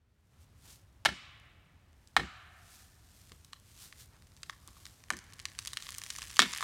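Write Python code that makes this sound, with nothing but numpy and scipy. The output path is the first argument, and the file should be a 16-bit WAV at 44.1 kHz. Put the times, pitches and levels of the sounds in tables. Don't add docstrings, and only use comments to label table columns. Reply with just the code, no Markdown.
import sys
import numpy as np
from scipy import signal
from scipy.fft import rfft, irfft
from scipy.io import wavfile

SR = 44100
rng = np.random.default_rng(int(sys.argv[2]) if len(sys.argv) > 2 else 0)


def wav_out(sig):
    wavfile.write(sys.argv[1], SR, np.round(np.clip(np.atleast_2d(sig).T, -1, 1) * 32767).astype(np.int16))


N = 292383
TIME = np.arange(N) / SR
BRIEF = TIME[:SR // 8]

# [t/s, snap level/dB, wood level/dB, wood pitch f/Hz,
# splintering decay t/s, knock f/Hz, knock level/dB]
HINGE_BREAKS = [(1.0509, -21.5, -22.5, 1860, 0.0013, 790, -27.5),
                (1.055, -27, -19.5, 2800, 0.001, 1930, -22), (1.058, -38.5, -9.5, 2150, 0.0078, 813, -19),
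                (2.1655, -27, -9, 1620, 0.0072, 805, -14.5),
                (5.1037, -21, -24.5, 1350, 0.0046, 1185, -23.5), (5.111, -37, -36, 1200, .006, 760, -37.5),
                (6.3923, -12.5, -8.5, 2150, 0.00053, 1190, -17),
                (6.3932, -46, -12.5, 4020, 0.011, 372, -32), (6.4007, -25, -12.5, 3370, 0.0055, 1210, -34),
                (6.419, -39, -15.5, 3100, .001, 1180, -41), (6.4235, -41, -16.5, 2720, 0.014, 1170, -52)]
# [f/Hz, width f/Hz, relative level/dB]
TRUNK_MODES = [(737, 200, -4.5), (1110, 280, -9), (1440, 410, -2), (1783, 90, -1), (2200, 43, -8),
               (3150, 350, -5), (3700, 500, -3)]
# [f/Hz, relative level/dB]
SNAP_COLOUR = [(100, 7), (500, -17), (900, -6.5), (1800, 8.5), (3300, -11.5), (4300, -4), (6000, -2.5),
               (9000, -1.5), (11000, -14.5), (16000, -26.5)]
# [f/Hz, relative level/dB]
SPLINTER_COLOUR = [(100, -2), (300, -53.5), (480, -10.5), (750, -6), (2000, 0), (4200, -2), (5200, -2),
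                   (9000, -6), (16000, -10.5)]
# [t/s, level/dB, lowest f/Hz]
TRUNK_SHUDDERS = [(1.056, -41, 49.3), (2.165, -37.5, 45), (5.102, -47.5, 130), (6.391, -37, 150)]
# [f/Hz, relative level/dB]
SHUDDER_COLOUR = [(25, -29.5), (60, 6), (100, -10.5), (140, -8.5), (220, -5), (340, -6.5), (500, -15.5),
                  (1200, -51)]
# [t/s, relative level/dB, brightness f/Hz, relative stump ring level/dB]
THICK_FIBRES = [(2.074, -40.5, 8000, -31), (3.319, -33, 2380, -19), (3.447, -36.5, 5900, -30.5),
                (3.532, -25.5, 2820, -16.5), (3.926, -31, 2250, -22), (4.366, -40, 6000, -24),
                (4.4319, -23, 2370, -28), (4.497, -20, 2800, -15), (4.681, -42, 3400, -6.5),
                (4.768, -50.5, 2800, -1), (4.855, -28, 4150, -31), (5.135, -35, 4500, -21),
                (5.1683, -29.5, 9060, -35), (5.3344, -33.5, 5400, -24), (5.399, -26.5, 3300, -26),
                (5.4543, -15, 2870, -25), (5.589, -16, 3330, -28), (5.659, -29.5, 6900, -53),
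                (5.6732, -18, 6270, -28.5), (5.678, -23, 3350, -29), (5.733, -20.5, 4740, -24),
                (5.7712, -14, 3120, -28.5), (5.824, -25, 4400, -25), (5.8674, -28.5, 3400, -19),
                (5.89, -22.5, 2940, -20), (5.983, -19.5, 8500, -29), (6.037, -22.5, 4400, -29),
                (6.103, -17, 4080, -32.5), (6.186, -23.5, 4200, -14.5), (6.2287, -27, 4500, -18),
                (6.368, -18.5, 3770, -21.5), (6.303, -29, 3500, -20), (6.535, -17.5, 2680, -19.5),
                (6.608, -19, 3740, -11), (6.6264, -17.5, 2160, -7.5)]
# [f/Hz, relative level/dB]
TICK_COLOUR = [(100, -21), (500, -20.5), (900, -12.5), (1800, 0.5), (2400, -3.5), (3300, 0.5), (4300, 0),
               (6000, -0.5), (9000, -1), (11000, -6), (16000, -13)]
# [delay t/s, level/dB]
NEAR_ECHOES = [(.008, -18.5), (.027, -22.5), (0.0304, -18), (.037, -22.5), (.05, -39), (.066, -30.5)]
# [f/Hz, relative level/dB, time to fall by 60 dB t/s]
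FAR_WOOD = [(152, -30, 0.61), (400, -22, 0.54), (760, -11.5, 2.8), (1150, -12.5, 1.5), (1600, -21.5, 2.1),
            (2250, -20, 1.5), (3400, -17.5, 1.3), (4760, -19.5, .7), (6600, -19.5, .65), (9500, -21, 0.43),
            (15000, -37.5, 0.33)]
# [t/s at the peak, level/dB, swell t/s]
LEG_SWEEPS = [(.42, -70, 0.02), (0.702, -57, 0.042), (2.08, -76.5, .08), (2.75, -59.5, 0.077),
              (3.2, -65, 0.1), (3.7, -63.5, 0.031), (3.832, -53, 0.04), (4.008, -54.5, 0.024),
              (4.501, -69, 0.085), (4.842, -63, 0.13)]
# [t/s, level/dB]
RUSTLE_LEVEL = [(0, -96), (.35, -77.5), (1.8, -82.5), (2.9, -69.5), (6.63, -75.5)]
# [f/Hz, relative level/dB]
STALK_COLOUR = [(200, -7), (500, -12), (1100, -6), (2200, -5), (3500, -1), (6000, -0.5), (9500, -1.5),
                (10800, -5.5), (14000, -5.5), (16000, -17.5)]
# [t/s, thud level/dB, scuff level/dB]
FOOTFALLS = [(0.355, -61, -75), (0.678, -49, -67), (3.317, -42.5, -74), (4.15, -55, -66),
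             (4.678, -49.5, -71)]
# [f/Hz, relative level/dB]
AIR_COLOUR = [(20, -37.5), (35, -6.5), (62, 2.5), (95, 3), (140, -5.5), (250, -14.5), (500, -21.5),
              (1300, -24), (2500, -28.5), (5000, -36), (10000, -46), (16000, -44.5)]
# [t/s, level/dB]
AIR_LEVEL = [(0, -71.5), (.3, -67), (.4, -61.5), (3, -62.5), (6.63, -57.5)]

SNAP_HZ, SNAP_WIDTH_HZ = 4500, 13230
FAR_RING_DB = -13
STUMP_HZ, STUMP_WIDTH_HZ = 1139, 125
FIBRE_RASP_S, FIBRE_RASP_DB = 0.004, -8
GIVE_S, GIVE_SPAN_S, RUNAWAY_S = 5.614, 0.34, 0.55
CREEP_PER_S, TEAR_PER_S, THIN_FIBRE_DB = 6, 45, -47
STRAIN_DB_PER_S, FIBRE_SIZE_SPREAD_DB = 5.5, 4.0
THIN_PER_THICK, CLUSTER_S = 2, 0.012
RASP_DB, RASP_PER_S, RASP_SPREAD_DB = -54, 2200, 5.0
SCUFF_HZ, SCUFF_WIDTH_HZ, SCUFF_S = 900, 890, 0.035
CUTOFF_HZ = 16300


def from_db(db):
    return 10 ** (np.asarray(db) / 20)


def rms_one(x):
    return x / np.sqrt(np.mean(x ** 2) + 1e-20)


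def unit_energy(x):
    return x / np.sqrt(np.sum(x ** 2) + 1e-20)


def one_ms(x):
    return unit_energy(x) * np.sqrt(SR / 1000)


def level_curve(rows):
    times, levels = np.transpose(rows)
    return np.interp(TIME, times, levels)


def at_hz(rows, hz, axis=1):
    rows = np.array(rows)
    return np.interp(np.log(hz + 1), np.log(rows[:, 0]), rows[:, axis])


def colour(x, spectrum, size=4096):
    gain = from_db(at_hz(spectrum, np.fft.rfftfreq(size, 1 / SR)))
    cepstrum = irfft(np.log(gain))
    cepstrum[1:size // 2] *= 2
    cepstrum[size // 2 + 1:] = 0
    response = irfft(np.exp(rfft(cepstrum)))
    return signal.fftconvolve(x, response)[:len(x)]


def resonance(x, hz, width_hz):
    b, a = signal.iirpeak(hz, hz / width_hz, fs=SR)
    return signal.lfilter(b, a, x + 1e-18)


def low_cut(x, hz):
    return signal.sosfilt(signal.butter(4, hz, "high", fs=SR, output="sos"), x + 1e-18)


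def burst(decay_s):
    return rng.choice([-1, 1], len(BRIEF)) * np.exp(-BRIEF / decay_s)


def grains(per_s, spread_db):
    excess = np.minimum(rng.exponential(1, N), 4)
    sizes = rms_one(from_db(spread_db * excess)) * rng.choice([-1, 1], N)
    happens = rng.random(N) < per_s / SR
    return sizes * happens * np.sqrt(SR / per_s)


def swell(s, span_s):
    return 1 - np.tanh((TIME - s) / span_s) ** 2


def add(out, s, sound):
    start = int(np.clip(round(s * SR), 0, N - 1))
    out[start:start + len(sound)] += sound[:N - start]


def cracks(snap_decay_s=0.00089, ring_db=4.0, splinter_db=0.0, relative_width=0.88,
           rise_s=0.00018, knock_width_hz=100):
    direct, radiated = np.zeros((2, N))
    pulse = signal.unit_impulse(len(BRIEF))
    for s, snap_db, wood_db, hz, decay_s, knock_hz, knock_db in HINGE_BREAKS:
        snap = colour(burst(snap_decay_s), SNAP_COLOUR)
        snap = from_db(snap_db) * one_ms(resonance(snap, SNAP_HZ, SNAP_WIDTH_HZ))
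        knock = from_db(knock_db) * one_ms(resonance(pulse, knock_hz, knock_width_hz))

        volley = burst(decay_s) * (1 - np.exp(-BRIEF / rise_s))
        push = volley * np.exp(-BRIEF / decay_s)
        modes = unit_energy(sum(from_db(db) * unit_energy(resonance(push, f, width))
                                for f, width, db in TRUNK_MODES))
        splinters = unit_energy(colour(volley, SPLINTER_COLOUR))
        wood = from_db(ring_db) * modes + from_db(splinter_db) * splinters
        wood = from_db(wood_db) * one_ms(resonance(wood, hz, relative_width * hz))
        add(direct, s, snap + knock + wood)

        even = from_db(FAR_RING_DB) * modes + unit_energy(colour(pulse, SPLINTER_COLOUR))
        even = from_db(wood_db) * one_ms(resonance(even, hz, relative_width * hz))
        add(radiated, s, snap + from_db(FAR_RING_DB) * knock + even)
    return direct, radiated


def shudders(swell_s=0.02, return_s=0.072, return_hz=190, return_width_s=0.015, return_db=-5.5):
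    out = np.zeros(N)
    t = TIME[:2 * len(BRIEF)]
    thud_shape = np.exp(-((t - return_s) / return_width_s) ** 2)
    thud = from_db(return_db) * np.sin(2 * np.pi * return_hz * t) * thud_shape
    wave_shape = t / swell_s * np.exp(1 - t / swell_s)
    for s, db, lowest_hz in TRUNK_SHUDDERS:
        waves = rms_one(colour(rng.standard_normal(len(t)), SHUDDER_COLOUR)) * wave_shape
        add(out, s, from_db(db) * low_cut(waves + thud, lowest_hz))
    return out


def fibres(decay_s=0.0011, relative_width=1.12, tick_db=-10.5, ring_db=11.0):
    out = np.zeros(N)
    knock = one_ms(resonance(signal.unit_impulse(len(BRIEF)), STUMP_HZ, STUMP_WIDTH_HZ))
    for s, db, hz, stump_db in THICK_FIBRES:
        short_rasp = from_db(FIBRE_RASP_DB) * unit_energy(burst(FIBRE_RASP_S))
        force = unit_energy(burst(decay_s)) + short_rasp
        tick = one_ms(resonance(colour(force, TICK_COLOUR), hz, relative_width * hz))
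        add(out, s, from_db(db + tick_db) * (tick + from_db(stump_db + ring_db) * knock))
    return out


def tearing(grain_s=0.0006, stump_db=-3.0, relative_width=1.3, low_hz=1900, high_hz=7000, count=6):
    clusters = THIN_PER_THICK / (2 * CLUSTER_S) * sum(swell(s, CLUSTER_S) for s, *_ in THICK_FIBRES)
    runaway = TEAR_PER_S * np.exp((TIME - GIVE_S) / RUNAWAY_S)
    per_s = CREEP_PER_S + clusters + runaway
    size = from_db(THIN_FIBRE_DB + STRAIN_DB_PER_S * (TIME - GIVE_S))
    out = np.zeros(N)
    for hz in np.geomspace(low_hz, high_hz, num=count):
        tick = resonance(colour(burst(grain_s), TICK_COLOUR), hz, relative_width * hz)
        stump = from_db(stump_db) * resonance(tick, STUMP_HZ, STUMP_WIDTH_HZ)
        clicks = grains(per_s / count, FIBRE_SIZE_SPREAD_DB)
        out += signal.fftconvolve(clicks, one_ms(tick + stump))[:N]
    return size * np.sqrt(per_s / count / SR) * out


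def rasp():
    given = 0.5 + 0.5 * np.tanh((TIME - GIVE_S) / GIVE_SPAN_S)
    crackle = rms_one(colour(grains(RASP_PER_S, RASP_SPREAD_DB), TICK_COLOUR))
    return from_db(RASP_DB) * given * crackle


def near_trunks(x, scatter_db=-18.0, scatter_decay_s=0.032, bark_cut_hz=8000, bark_s=0.0025):
    t = TIME[:SR // 2]
    scatter = rng.standard_normal(len(t)) * t * np.exp(-2 * t / scatter_decay_s)
    response = from_db(scatter_db) * unit_energy(scatter)
    for delay_s, db in NEAR_ECHOES:
        add(response, delay_s, from_db(db) * unit_energy(burst(bark_s)))
    response = signal.sosfilt(signal.butter(1, bark_cut_hz, fs=SR, output="sos"), response)
    return signal.fftconvolve(x, response)[:N]


def forest(x, build_s=0.018):
    t = TIME[:2 * SR]
    response = np.zeros(len(t))
    edges = np.geomspace(100, 17000, 15)
    for low, high in zip(edges, edges[1:]):
        hz = np.sqrt(low * high)
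        fade = np.exp(-np.log(1000) * t / at_hz(FAR_WOOD, hz, axis=2))
        tail = rng.standard_normal(len(t)) * (1 - np.exp(-t / build_s)) * fade
        band = signal.butter(2, [low, high], "band", fs=SR, output="sos")
        response += from_db(at_hz(FAR_WOOD, hz)) * signal.sosfilt(band, unit_energy(tail))
    return signal.fftconvolve(x, response)[:N]


def feller(stalks_per_s=7000):
    power = from_db(level_curve(RUSTLE_LEVEL)) ** 2
    for s, db, swell_s in LEG_SWEEPS:
        power = power + from_db(db) ** 2 * swell(s, swell_s)
    stalks = rms_one(colour(grains(stalks_per_s, spread_db=4.0), STALK_COLOUR))
    out = np.sqrt(power) * stalks
    litter = rms_one(resonance(grains(stalks_per_s, spread_db=4.5), SCUFF_HZ, SCUFF_WIDTH_HZ))
    for s, thud_db, scuff_db in FOOTFALLS:
        add(out, s, from_db(thud_db) * one_ms(colour(burst(decay_s=0.013), SHUDDER_COLOUR)))
        out += from_db(scuff_db) * swell(s, SCUFF_S) * litter
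    return out


def air():
    return from_db(level_curve(AIR_LEVEL)) * rms_one(colour(rng.standard_normal(N), AIR_COLOUR))


def scene(splinter_low_hz=150, small_near_db=-1.5, small_far_db=-2.0):
    direct, radiated = cracks()
    trunk = low_cut(direct, splinter_low_hz) + shudders()
    small = low_cut(fibres() + tearing() + rasp(), splinter_low_hz)
    near = near_trunks(trunk + from_db(small_near_db) * small)
    far = forest(radiated + from_db(small_far_db) * small)
    return (trunk + small + near + far + feller() + air())[None]


def record(dry):
    return signal.sosfilt(signal.ellip(10, 0.2, 80, CUTOFF_HZ, fs=SR, output="sos"), dry)


dry = scene()
out = record(dry)
wav_out(out)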